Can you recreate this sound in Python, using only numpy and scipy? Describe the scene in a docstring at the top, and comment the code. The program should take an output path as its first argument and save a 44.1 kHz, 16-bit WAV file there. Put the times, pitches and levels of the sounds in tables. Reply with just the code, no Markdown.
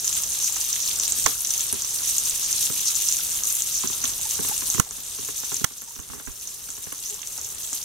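"""Kitchen, at the stove: bacon, onion and sausage in a steel skillet, on a hand-held camera's stereo mic.
From the start steam bubbles burst in the fat, a few spit loudly; stove top and room throw them back.
At 1.3 s the camera case takes a hard knock; from about 4 s fingers bump, rub and squeak on it, right
at the mic. After two more knocks, at 4.8 and 5.6 s, the steady sound drops and creeps back,
and the pan fries on to the end."""
import sys
import numpy as np
from scipy import signal
from scipy.fft import rfft, irfft
from scipy.io import wavfile
from scipy.ndimage import uniform_filter1d

SR = 44100
rng = np.random.default_rng(int(sys.argv[2]) if len(sys.argv) > 2 else 0)


def wav_record(signal):
    """Record a signal, one row per channel, as 16-bit PCM in the file named by sys.argv[1]."""
    frames = np.transpose(np.atleast_2d(signal))
    bounded = np.clip(frames, -1, 1)
    # unit amplitude maps onto the largest positive 16-bit level
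    quanta = np.round(bounded * 32767).astype(np.int16)
    wavfile.write(sys.argv[1], SR, quanta)


N = 345744
TIME = np.arange(N) / SR
NOTCH_HZ, TOP_HZ = 7870, 15750

# how hard the pan fries: t/s, relative bubble level/dB, relative spray level/dB
FRY_LEVELS = [(0.0, -29.5, -32.5), (0.9, -29, -31.5), (1.1, -31.5, -35.5), (1.3, -29.5, -32),
              (1.4, -33.0, -32), (1.5, -29.2, -31), (1.8, -30.5, -35.5), (2.0, -30, -30.2),
              (2.5, -28, -32.5), (2.6, -28, -29.5), (3.2, -28.9, -31.5), (3.5, -31.5, -30),
              (3.8, -30.5, -33.2), (4.7, -30.5, -31.1), (4.9, -30.1, -33.5), (5.2, -26.5, -29.5),
              (6.4, -31, -31.5), (7.84, -31, -33)]
# loud spits of fat: t/s, level/dB, f/Hz
FAT_SPITS = [(0.0787, -0.5, 5860), (0.152, -7, 7240), (0.477, -4, 6230), (0.613, -5, 5830),
             (0.729, -5, 5670), (0.7573, -7, 7000), (0.9986, -0.5, 6270), (1.0099, -5, 5970),
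             (1.1235, -12, 7600), (1.472, -6, 6900), (1.538, -5, 6530), (1.6076, -4, 7000),
             (1.7268, -1.5, 9900), (1.821, -6, 7100), (2.1822, -1.5, 7050), (2.528, -1, 6400),
             (3.012, -6, 6500), (3.087, 1, 6200), (3.1248, 0, 6900), (3.1686, -5, 6950), (3.4356, -2, 6600),
             (3.5254, -5, 10500), (3.621, -2.5, 7040), (3.874, -5, 6360), (4.0772, -7.5, 8600),
             (4.4867, -6, 12000), (4.5788, -6, 8300), (4.9094, -12, 6800), (5.3636, -12.5, 6900),
             (5.8192, -17, 11500), (6.7033, -13, 7160), (6.9255, -12, 10900), (7.273, -11, 7000),
             (7.414, -12, 6550), (7.7307, -7, 7550), (7.7514, -11, 12200)]
# juice spurting into the fat: t/s, length/s, f/Hz, relative level/dB
JUICE_SPURTS = [(0.398, 0.082, 5800, -21.5), (0.806, .04, 6300, -20), (1.04, .025, 5800, -20.5),
                (2.41, 0.064, 6300, -21), (2.862, 0.033, 5160, -13.5), (3.733, .06, 5760, -20.5),
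                (7.046, 0.034, 5690, -27)]
# colour of the frying at the left mic port: f/Hz, gain/dB
LEFT_PORT = [(500, -25.5), (1100, -24), (2000, -18), (2900, -11), (5250, -9.5), (5950, 0.5), (7200, -3),
             (8200, -5), (10500, -7.5), (12500, -7), (14500, -10.5), (15600, -17)]
# and at the right port: f/Hz, gain/dB
RIGHT_PORT = [(500, -27.5), (1100, -20.5), (2000, -16.5), (2900, -10), (5250, -8), (6000, 0.5), (7200, -2),
              (8200, -4.5), (10500, -9), (12500, -14), (14000, -12.5), (15600, -14.5)]
# finger bumps on the camera case: t/s, body level/dB, relative rattle level/dB
FINGER_BUMPS = [(0.561, -61, -36), (1.182, -43, -53), (1.267, -32, -29), (1.724, -31, -37),
                (2.697, -32, -38), (3.834, -30, -31.5), (3.897, -38, -40.5), (4.038, -38, -31.5),
                (4.389, -28, -35.5), (4.444, -36, -36.5), (4.490, -37, -36.5), (4.618, -40, -36),
                (4.742, -31, -35.5), (4.778, -28, -32.5), (4.907, -47, -44), (5.186, -37.5, -48),
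                (5.284, -39.5, -37), (5.431, -44, -39), (5.516, -34.5, -34), (5.609, -33, -44),
                (5.990, -40, -42), (6.098, -42, -43), (6.131, -54, -41), (6.197, -50, -42),
                (6.271, -37, -37.5), (6.685, -47, -43), (6.776, -46, -48), (6.866, -40, -42),
                (6.921, -46, -37), (7.380, -63, -40.5), (7.725, -48, -40)]
# hard knocks on the case: t/s, relative level/dB, length/s
CASE_KNOCKS = [(1.26, -12, 0.0056), (4.797, -11.5, 0.0045), (5.642, -14, 0.0056)]
# the case flexing under the grip: t/s, f/Hz, level/dB
CASE_FLEXES = [(1.254, 69, -23), (4.7958, 144, -5.5), (5.641, 126, -13), (5.989, 70, -32), (6.101, 90, -31),
               (6.278, 55, -29), (6.299, 51, -32)]
# skin squeaking on the case: t/s, f/Hz, length/s, level/dB
SKIN_SQUEAKS = [(4.245, 862, 0.031, -37.5), (4.505, 902, 0.027, -30), (4.858, 880, 0.028, -44),
                (5.872, 880, 0.025, -46), (5.899, 924, 0.021, -46), (7.082, 406, 0.087, -41.5)]
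# fingers sliding over the case: t/s, length/s, level/dB
FINGER_RUBS = [(4.393, 0.11, -50), (4.716, 0.12, -42), (5.488, 0.2, -48.5), (6.062, 0.17, -42),
               (7.679, 0.14, -54)]
# low resonances of the case body: f/Hz, width/Hz, gain/dB
BODY_MODES = [(112, 116, -4), (264, 102, -2.5), (401, 86, -4)]
# rattling resonances of its shell: f/Hz, width/Hz, gain/dB
SHELL_MODES = [(286, 114, -3.5), (503, 130, -6), (800, 290, -4), (1090, 130, 1), (1383, 300, -3.5),
               (1740, 110, -2.5), (2090, 320, -5), (2840, 180, -5), (3330, 110, -7)]
# drops in level just after a hard knock: t/s, depth/dB
LEVEL_DIPS = [(4.801, 9.5), (5.646, 9)]
# spectrum of the kitchen's rumble: f/Hz, relative level/dB
ROOM_TONE = [(12, -13), (35, 0), (75, 0), (130, -4), (290, -11.5), (400, -7.5), (600, -13), (1100, -11.5),
             (2000, -15.5), (5000, -40)]


def sizzle(bubble_db, spray_db, froth_db=-1.47, patches=4):
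    """Patches of the pan bubble in their own flurries, with their own echoes; tinier droplets fizz above."""
    out = 0
    bubble_gain, spray_gain = undb(bubble_db + 2.0), undb(spray_db + 9.5)
    for _ in range(patches):
        flurry_db = 2.5 * wander(38)
        froth = swarm(flurry_db, rate=480, lo_hz=2340, hi_hz=5470, width_hz=2530, spread_db=2, cap_db=22)
        chirps = swarm(flurry_db + 2.1 * wander(60), rate=300, lo_hz=5430, hi_hz=9230, width_hz=2100,
                       spread_db=4, cap_db=21.5, samples=112)
        spray = swarm(flurry_db, rate=520, lo_hz=8700, hi_hz=16440, width_hz=5300, spread_db=3, cap_db=10)
        patch = (chirps + undb(froth_db) * froth) * bubble_gain + spray * spray_gain
        out = out + reflections(patch, pan_db=-3.5)
    return out / np.sqrt(patches)


def swarm(flurry_db, rate, lo_hz, hi_hz, width_hz, spread_db, cap_db, samples=64):
    """Bubbles burst at random moments, most tiny, a few large, swelling in flurries."""
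    when, pitch, damping, bulk = rng.random((int(rate * N / SR), 4)).T
    size_db = np.minimum(-spread_db * np.log(1 - bulk), cap_db) + flurry_db[(when * N).astype(int)]
    hz, width = lo_hz + pitch * (hi_hz - lo_hz), width_hz * 2 ** (2 * damping - 1)
    return unit(bubbles(when * N / SR, undb(size_db), hz, width, samples=samples))


def bubbles(s, gain, hz, width_hz, lag_s=0.000022, balance_db=4.0, samples=64):
    """Each bubble swells and rings briefly; its place in the pan sets lag and balance at the mic."""
    place = rng.standard_normal((len(s), 2))
    index = (s * SR).astype(int)[:, None] + np.arange(samples)
    out = []
    for side in (1, -1):
        arrival = s + side * lag_s * place[:, 0] / 2
        age = np.maximum(index / SR - arrival[:, None], 0)
        fade = age * np.pi * np.reshape(width_hz, (-1, 1))
        wave = fade * np.exp(1 - fade) * np.sin(2 * np.pi * hz[:, None] * age)
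        weight = gain * undb(side * balance_db * place[:, 1] / 2)
        out.append(np.bincount(index.ravel(), (wave * weight[:, None]).ravel(), N)[:N])
    return np.array(out)


def crackle(bubble_db):
    """Crisping bacon snaps in short ticks at the low end of the sizzle."""
    ticks = swarm(2 * wander(12), rate=70, lo_hz=2240, hi_hz=5060, width_hz=3250, spread_db=3.5, cap_db=17)
    return reflections(ticks, pan_db=-1.0, room_db=-4.5) * undb(bubble_db - 6)


def spits(s, db, hz):
    """Large bubbles flash to steam with a sharp tick."""
    gain = undb(db - db_at(LEFT_PORT, hz))  # offsets the port's colour at each pitch
    pops = bubbles(s, gain, hz, width_hz=2900, lag_s=0.000012, balance_db=1.5)
    return reflections(pops, pan_db=-5.5, room_db=-6.0)


def spatter(bubble_db, rate=4, above_db=18.0, range_db=3.0, lo_hz=5800):
    """Lesser spits stand out from the bubbling at random moments, most pitched near lo_hz."""
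    when, bulk, pitch = rng.random((int(rate * N / SR), 3)).T
    db = bubble_db[(when * N).astype(int)] + above_db + range_db * (bulk - 0.5)
    hz = np.minimum(lo_hz * (1 - 0.13 * np.log(1 - pitch)), TOP_HZ)
    return spits(when * N / SR, db, hz)


def spurts(rate=2500, pitch_spread=0.15):
    """Juice hits the hot steel and boils off in a tight swell of like-sized bubbles."""
    counts = (np.array(JUICE_SPURTS)[:, 1] * rate).astype(int)
    s, length, hz, db = np.repeat(JUICE_SPURTS, counts, axis=0).T
    when = s + length * rng.beta(2, 2, len(s))
    pitch = hz * np.exp(pitch_spread * rng.standard_normal(len(s)))
    gain = undb(db) * rng.random(len(s))
    return reflections(bubbles(when, gain, pitch, width_hz=1100, samples=112))


def simmer(dip_db, rate=260, lo_hz=850, hi_hz=1450, db=-52, left_db=-4.5):
    """Slow fat bubbles mutter softly under the food."""
    when, pitch, bulk = rng.random((int(rate * N / SR), 3)).T
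    hz = lo_hz + pitch * (hi_hz - lo_hz)
    plops = bubbles(when * N / SR, -np.log(1 - bulk), hz, width_hz=330, samples=320)
    return unit(reflections(plops, room_db=-2.5)) * undb([[db + left_db], [db]]) * undb(1.07 * dip_db)


def bumps(rows, land_s=0.0022, slip_s=0.0018, drag_s=0.022, drag_db=-18):
    """A finger lands and drags: a burst of small slips rings the body and shell of the camera case."""
    out, t = np.zeros((2, N)), TIME[:SR // 8]
    contact = (np.exp(-t / slip_s) + undb(drag_db) * np.exp(-t / drag_s)) * np.minimum(t / land_s, 1)
    for s, body_db, rattle_db in rows:
        slips = rng.standard_normal(len(t)) ** 3 * contact
        detune = np.exp(0.042 * rng.standard_normal())  # the grip shifts the resonances a little
        body = at_level(ring(ring(slips, BODY_MODES, detune), BODY_MODES, detune), body_db, 0.026)
        rattle = at_level(ring(slips, SHELL_MODES, detune), rattle_db + 1.5, 0.012)
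        add(out, s, through_case(body + rattle))
    return out


def fidgets(start_s=3.9, end_s=6.1, count=12):
    """While the grip shifts, light touches fall at loose intervals between the firm bumps."""
    when = start_s + (end_s - start_s) * (np.arange(count) + rng.random(count)) / count
    levels_db = 2.5 * rng.standard_normal((count, 2)) + [-48, -49]  # body, rattle
    return bumps(np.column_stack([when, levels_db]))


def knocks(tail_db=-25, tail_s=0.027):
    """The case snaps with a harsh, chattering crack that swells and dies in a few milliseconds."""
    out, t = np.zeros((2, N)), TIME[:SR // 12]
    for s, db, length in CASE_KNOCKS:
        swell = np.exp(-(2 * t / length - 1) ** 2) + undb(tail_db) * np.exp(-t / tail_s)
        chatter = rng.standard_normal(len(t)) * swell
        shell = at_level(ring(chatter, SHELL_MODES), db - 2, length)
        snap = at_level(colour(chatter, RIGHT_PORT), db + 3, length)
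        add(out, s, through_case(shell + snap))
    return out


def flexes():
    """The case gives under the grip and returns in one low swing."""
    out, t = np.zeros((2, N)), TIME[:SR // 12]
    for s, hz, db in CASE_FLEXES:
        swing = np.sin(2 * np.pi * hz * t) * np.exp(-(t * hz) ** 4)
        add(out, s, through_case(undb(db) * swing))
    return out


def squeaks(waver=0.061, octave_db=-13):
    """Skin sticks and slips on the case fast enough to give a short, unsteady note."""
    out, drift = np.zeros((2, N)), wander(250)
    for s, hz, length, db in SKIN_SQUEAKS:
        i, n = int(s * SR), int(length * SR)
        phase = 2 * np.pi * np.cumsum(hz * (1 + waver * drift[i:i + n])) / SR
        note = (np.sin(phase) + undb(octave_db) * np.sin(2 * phase)) * np.hanning(n)
        add(out, s, through_case(np.sqrt(2) * undb(db) * note))
    return out


def rubs(shell_db=-5.5):
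    """A sliding finger catches in many tiny slips that rustle through the case."""
    out = np.zeros((2, N))
    for s, length, db in FINGER_RUBS:
        n = int(length * SR)
        slips = rng.standard_normal(SR // 2)[:n] ** 3
        body = unit(ring(ring(slips, BODY_MODES), BODY_MODES))
        shell = undb(shell_db) * unit(ring(slips, SHELL_MODES))
        add(out, s, through_case(undb(db) * (body + shell) * np.hanning(n)))
    return out


def room_tone(dip_db, side_db=-3.0, left_db=-1.5):
    """The kitchen rumbles behind it all, swaying a little and following the dips part of the way."""
    sway = undb(1.2 * wander(6))
    mid, side = (unit(colour(rng.standard_normal(N), ROOM_TONE)) for _ in range(2))
    side *= undb(side_db)
    ports = np.array([undb(left_db) * (mid + side), mid - side])
    return ports * sway * undb(-48.5 + 0.59 * dip_db)


def reflections(x, pan_db=-7.5, room_db=-5.5, pan_t60=0.019, room_t60=0.16):
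    """The mic hears the direct sound, a quick scatter off pan wall and stove top, and a short room tail."""
    t = TIME[:SR // 5]
    echoes = np.zeros((2, len(t)))
    for db, t60 in ((pan_db, pan_t60), (room_db, room_t60)):
        tail = rng.standard_normal(echoes.shape) * np.exp(-np.log(1000) * t / t60) * (t > t60 / 40)
        echoes += undb(db) * tail / np.linalg.norm(tail, axis=1, keepdims=True)
    echoes[:, 0] += 1
    return signal.oaconvolve(x, echoes, axes=1)[:, :N]


def through_case(x, left_db=-10.5, lag_s=0.000407):
    """Handling noise reaches mostly the right capsule, and the left later and in opposite polarity."""
    t = TIME[:len(x)]
    return np.array([-undb(left_db) * np.interp(t - lag_s, t, x, left=0), x])


def dips(fall_s=0.0099, recover_db_per_s=4.5):
    """Level change in dB: each dip falls suddenly from where the last has got to, then climbs steadily."""
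    db = np.zeros(N)
    for s, depth_db in LEVEL_DIPS:
        age = np.maximum(TIME - s, 0)
        sunk = db[int(s * SR)] - depth_db * np.minimum(age / fall_s, 1)
        db = np.where(TIME < s, db, np.minimum(sunk + recover_db_per_s * age, 0))
    return db


def ring(x, modes, detune=1):
    """Drive a set of resonances; neighbouring modes move in opposite directions."""
    out = 0
    for k, (hz, width, db) in enumerate(modes):
        resonator = signal.iirpeak(hz * detune, hz / width, fs=SR)
        out = out + (-1) ** k * undb(db) * signal.lfilter(*resonator, x)
    return out


def colour(x, points, size=4096):
    """Causal filter with the given spectrum, built from its cepstrum."""
    hz = np.arange(size // 2 + 1) * SR / size
    cepstrum = irfft(np.log(undb(db_at(points, hz))))
    cepstrum[1:size // 2] *= 2
    cepstrum[size // 2 + 1:] = 0
    return signal.fftconvolve(x, irfft(np.exp(rfft(cepstrum))))[:len(x)]


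def db_at(points, hz):
    """Read a spectrum on a log-frequency axis."""
    f, db = np.transpose(points)
    return np.interp(np.log(np.maximum(hz, 1)), np.log(f), db)


def wander(rate):
    """Smooth random drift of rms 1, turning rate times a second."""
    hold = int(SR / rate)
    steps = np.repeat(rng.standard_normal(N // hold + 1), hold)
    return unit(uniform_filter1d(steps, hold)[:N])


def at_level(x, db, length):
    """Scale a hit so that its first length seconds have the given level."""
    return x * undb(db) / np.std(x[:int(length * SR)])


def undb(db):
    """Decibels to gain."""
    return 10 ** (np.asarray(db) / 20)


def unit(x):
    """Scale to rms 1."""
    return x / np.sqrt(np.mean(x ** 2))


def add(out, s, sound):
    """Mix a stereo sound in at time s."""
    i = max(int(s * SR), 0)
    out[:, i:i + sound.shape[1]] += sound[:, :N - i]


def scene():
    """Pan in front, hand at the mic, kitchen behind; the dips pull the steady sounds down together."""
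    s, *levels = np.transpose(FRY_LEVELS)
    dip_db = dips()
    bubble_db, spray_db = (np.interp(TIME, s, db) + dip_db for db in levels)
    frying = sizzle(bubble_db, spray_db) + crackle(bubble_db)
    frying += spits(*np.transpose(FAT_SPITS)) + spatter(bubble_db) + spurts()
    frying_at_mic = np.array([colour(frying[0], LEFT_PORT), colour(frying[1], RIGHT_PORT)])
    handling = bumps(FINGER_BUMPS) + fidgets() + knocks() + flexes() + squeaks() + rubs()
    return frying_at_mic + simmer(dip_db) + room_tone(dip_db) + handling


def record(dry, notch_width_hz=130, ceiling=0.85):
    """The camera has a narrow notch in the treble, clips the peaks and cuts the top."""
    notched = signal.lfilter(*signal.iirnotch(NOTCH_HZ, NOTCH_HZ / notch_width_hz, fs=SR), dry)
    clipped = np.clip(notched, -ceiling, ceiling)
    return signal.sosfilt(signal.ellip(12, 0.2, 90, TOP_HZ, fs=SR, output="sos"), clipped)


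dry = scene()
out = record(dry)
wav_record(out)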